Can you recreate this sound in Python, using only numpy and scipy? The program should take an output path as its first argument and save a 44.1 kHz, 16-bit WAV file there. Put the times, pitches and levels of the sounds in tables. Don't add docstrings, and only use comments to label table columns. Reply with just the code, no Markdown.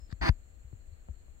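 import sys
import numpy as np
from scipy import signal
from scipy.fft import rfft, irfft, next_fast_len
from scipy.io import wavfile
from scipy.ndimage import map_coordinates

SR = 44100
rng = np.random.default_rng(int(sys.argv[2]) if len(sys.argv) > 2 else 0)


def materialize(psi):
    bounded = np.clip(np.atleast_2d(psi).T, -1, 1)
    quanta = np.round(bounded * 32767).astype(np.int16)
    wavfile.write(sys.argv[1], SR, quanta)


N = 61739


def amp(db):
    return 10 ** (np.asarray(db) / 20)


def unit(x):
    return x / np.sqrt(np.mean(x ** 2) + 1e-20)


def along(points, hz):
    f, v = np.transpose(points)
    return np.interp(np.log(hz + 1), np.log(f + 1), v)


def clock():
    return np.arange(N) / SR


def pan(db):
    return amp(np.array([[.5], [-.5]]) * db)


def ports(phase, hz):
    return np.exp(1j * np.array([[.5], [-.5]]) * along(phase, hz))


def wobble(knots_per_s):
    return map_coordinates(rng.standard_normal(int(N * knots_per_s / SR) + 4), [clock() * knots_per_s])


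def filtered(x, response):
    m = next_fast_len(N + SR // 2)
    return irfft(rfft(x, m) * response(np.fft.rfftfreq(m, 1 / SR)), m)[..., :N]


def noise(spectrum, correlation, balance=((1000, 0),), phase=((1000, 0),)):
    m = next_fast_len(N + SR // 2)
    hz = np.fft.rfftfreq(m, 1 / SR)
    mid, side = rfft(rng.standard_normal((2, m)))
    spread = np.arccos(np.clip(along(correlation, hz), -1, 1)) / 2
    signs = np.array([[1], [-1]])
    pair = (np.cos(spread) * mid + signs * np.sin(spread) * side) * ports(phase, hz)
    coloured = pair * pan(along(balance, hz)) * amp(along(spectrum, hz))
    return unit(irfft(coloured, m)[:, :N])


# frequency in Hz, relative density in dB.
RUMBLE_SPECTRUM = [(12, -26.5), (20, 1.5), (32, -7.5), (54, -1), (90, -9), (102, -22), (189, -35),
                   (265, -42.5), (300, -40.5), (390, -72), (660, -120)]
HUSH_SPECTRUM = [(100, -4), (300, -2), (600, -3.5), (1000, -13.5), (1900, -14), (2800, -17.5), (3500, -22),
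                 (5400, -31), (9000, -27.5), (11000, -30.5), (13000, -26.5), (15500, -26)]
# frequency in Hz, L-R in dB.
HUSH_BALANCE = [(200, 0.5), (700, -0.5), (1800, 9), (2800, 6), (3600, 0), (6000, 1), (13000, -4)]
# frequency in Hz, L-R correlation.
HUSH_CORRELATION = [(150, 1), (400, -0.31), (800, -0.39), (1400, -0.37), (2100, -0.83), (2700, -0.18),
                    (5000, -.1), (12000, -.05)]


def air(rumble_db=-53.5, rumble_pan_db=8, hush_db=-67.5):
    rumble = noise(RUMBLE_SPECTRUM + [(600, -80), (2000, -120)], correlation=[(60, 0.74)])
    hush = noise(HUSH_SPECTRUM, HUSH_CORRELATION, HUSH_BALANCE)
    return amp(rumble_db) * pan(rumble_pan_db) * rumble + amp(hush_db) * hush


# centre in Hz, width in Hz, level in dB, L-R in dB, flutter in dB.
CHORUS_BANDS = [(7286, 430, -72.5, -2.5, 0.76), (4224, 160, -84, -3, 2.5)]


def insect_choruses():
    out = np.zeros((2, N))
    for centre_hz, width_hz, db, pan_db, flutter_db in CHORUS_BANDS:
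        white = rng.standard_normal((2, N))
        band = filtered(white, lambda hz: (1 + ((hz - centre_hz) / (2 * width_hz)) ** 2) ** -2)
        out += pan(pan_db) * amp(db + flutter_db * wobble(knots_per_s=45.24)) * unit(band)
    return out


def insect_chirp(start_s=0.00084, count=5, strokes_per_s=71.5, pitch_hz=5245, db=-68, pan_db=7):
    strokes = (clock() - start_s) * strokes_per_s
    envelope = np.abs(np.sin(np.pi * np.clip(strokes, 0, count)))
    return pan(pan_db) * amp(db) * envelope * np.sin(2 * np.pi * pitch_hz * clock())


# start in seconds, level in dB, first and settled pitch in Hz,
# rise and fall in seconds.
CAMERA_BUMPS = [(0.016, -41.5, 59.4, 55.3, 0.032, 0.0067), (0.1267, -31, 180, 48, 0.0023, 0.017),
                (0.2016, -29, 51, 56.2, 0.036, .016), (0.2918, -13.5, 178, 46.3, 0.006, 0.014),
                (0.32, -37.5, 38, 32, 0.015, 0.025), (.642, -44, 90, 78.4, 0.014, 0.0069),
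                (0.7326, -38, 118, 93, 0.0025, 0.011), (.916, -40.5, 78.5, 74.7, 0.02, 0.01),
                (1.087, -34.5, 85, 63, 0.025, 0.0095), (1.284, -49.5, 74.6, 69, 0.013, 0.041)]


def bumps(settle_s=0.0062, decay_shape=1.12, pan_db=10):
    swings = np.zeros(N)
    for start_s, db, first_hz, settled_hz, rise_s, fall_s in CAMERA_BUMPS:
        t = np.maximum(clock() - start_s, 0)
        cycles = settled_hz * t + (first_hz - settled_hz) * settle_s * (1 - np.exp(-t / settle_s))
        attack = np.sin(np.pi / 2 * np.minimum(t / rise_s, 1))
        decay = np.exp(-(np.maximum(t - rise_s, 0) / fall_s) ** decay_shape)
        swings += amp(db) * attack * decay * np.sin(2 * np.pi * cycles)
    return pan(pan_db) * swings


# time in seconds, peak in dB, low-pass corner in Hz.
KNOCK_HITS = [(.093, -50, 260.5), (0.1264, -47.5, 446), (0.2959, -25.5, 330), (.646, -61, 230),
              (0.7277, -45.5, 430), (1.0857, -41.5, 640), (1.087, -43.5, 191), (1.0913, -45, 453),
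              (1.282, -52, 882)]


def knocks(lag_s=.0012, lag_ref_hz=926, highpass_hz=170, pan_db=5):
    out = np.zeros((2, N))
    for at_s, db, corner_hz in KNOCK_HITS:
        def response(hz):
            colour = hz ** 2 / (hz ** 2 + highpass_hz ** 2) / (1 + (hz / corner_hz) ** 2.83)
            bass_lag = np.exp(-2j * np.pi * 2 * lag_s * np.sqrt(lag_ref_hz * hz))
            return colour * bass_lag * ports([(100, 0.5), (500, -2.53)], hz)

        click = filtered(signal.unit_impulse(N, round(at_s * SR)), response)
        out += amp(db) * click / np.abs(click).max()
    return pan(pan_db) * out


# frequency in Hz, left lead in radians.
PORT_PHASE = [(60, 7), (200, -2.33), (350, -2), (520, -3.5), (700, -2), (860, -4), (1050, -7),
              (1250, -8.5), (2000, -8), (2400, -8.5), (3000, -9), (4000, -9), (4900, -12.5), (5600, -14.5),
              (6200, -19.5), (7000, -14.5), (7900, -21), (9300, -22.5), (15000, -36)]
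# frequency in Hz, L-R correlation.
SNAKE_CORRELATION = [(200, 0.88), (1000, 1), (2600, 0.89), (3600, 0.59), (4700, 1), (6500, 0.85),
                     (10000, .35)]
# frequency in Hz, relative density in dB.
BODY_SPECTRUM = [(200, -8), (700, -40), (1200, -4.5), (1700, 6), (2300, -5), (3200, -43), (8000, -47)]
GRIT_SPECTRUM = [(1500, -5), (3000, -16), (3900, -4), (4900, -4), (5800, -23), (7000, -20), (9500, -28),
                 (15000, -56)]
# peak time in seconds, level in dB, rise and fall in seconds, grit over body in dB.
SAND_SCUFFS = [(.106, -68, .016, .012, 10), (.104, -59, .002, .003, -20), (.1178, -51, .0028, .0018, 8),
               (.1272, -42.5, .0018, .0013, -1)]


def scuffs(pan_db=4.5):
    body = noise(BODY_SPECTRUM, SNAKE_CORRELATION, phase=PORT_PHASE)
    grit = noise(GRIT_SPECTRUM, correlation=[(4000, 0.39)])
    out = np.zeros((2, N))
    for peak_s, db, rise_s, fall_s, grit_db in SAND_SCUFFS:
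        t = clock() - peak_s
        envelope = np.exp(-np.abs(t) / np.where(t < 0, rise_s, fall_s))
        out += amp(db) * envelope * unit(body + amp(grit_db) * grit)
    return pan(pan_db) * out


# frequency in Hz, relative density in dB.
THROAT_SPECTRUM = [(100, -7.5), (330, 2.5), (480, -7), (640, -4.5), (760, 0.5), (1000, -6.5), (1350, -5.5),
                   (1800, -0.5), (2150, -6.5), (2550, -14), (2850, -14), (3050, -23), (3400, -20.5),
                   (3950, -19.5), (4300, -11), (4600, -10.5), (4950, -18.5), (5500, -24.5), (6300, -25.5),
                   (6850, -36), (7400, -36.5), (8500, -48), (15000, -62)]
JET_SPECTRUM = [(3000, -37), (6500, 2.5), (7800, -6), (8400, -12.5), (9300, 1), (10200, -0.5), (11800, 0),
                (13500, -5), (15500, -5)]
# frequency in Hz, L-R in dB.
HISS_BALANCE = [(200, 4), (400, 1), (750, -7), (1200, -7), (1900, 6), (2700, 6.5), (3400, 10.5), (3950, 0),
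                (4500, 4.5), (5400, -4), (7000, 4), (8300, 26), (9500, -3.5), (15000, -2)]


def hiss(start_s=.2118, end_s=0.29225, growth_db_per_s=73.5, fall_20db_s=0.0084):
    throat_base_db, throat_attack_s = -32.5, .008
    jet_base_db, jet_attack_s = -64.5, 0.012
    push_at_s, push_width_s, push_peak_db = .2898, .0036, 3.5
    t = clock()
    growth_db = growth_db_per_s * (np.clip(t, start_s, end_s) - start_s)
    push_db = push_peak_db * np.exp(-((t - push_at_s) / push_width_s) ** 2)
    release_db = -20 * np.maximum(t - end_s, 0) / fall_20db_s
    opening = lambda attack_s: np.clip((t - start_s) / attack_s, 0, 1)
    throat = noise(THROAT_SPECTRUM, SNAKE_CORRELATION, HISS_BALANCE, PORT_PHASE)
    throat *= amp(throat_base_db) * np.sqrt(opening(throat_attack_s))
    jet = noise(JET_SPECTRUM, SNAKE_CORRELATION, HISS_BALANCE)
    jet *= amp(jet_base_db) * opening(jet_attack_s) ** 2
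    return amp(growth_db + push_db + release_db) * (throat + jet)


def echo(x, db, t60_s):
    decay = amp(-60 * np.arange(SR // 2) / SR / t60_s)
    tail = rng.standard_normal((2, SR // 2)) * decay
    return amp(db) * signal.fftconvolve(x, tail / np.linalg.norm(tail[0]), axes=1)[:, :N]


def scene():
    snake, chirp = hiss() + scuffs(), insect_chirp()
    echoes = echo(snake, db=-32, t60_s=0.18) + echo(chirp, db=-8, t60_s=.2)
    return insect_choruses() + air() + chirp + bumps() + knocks() + snake + echoes


def record(dry, top_hz=15780):
    return filtered(dry, lambda hz: hz < top_hz)


dry = scene()
out = record(dry)
materialize(out)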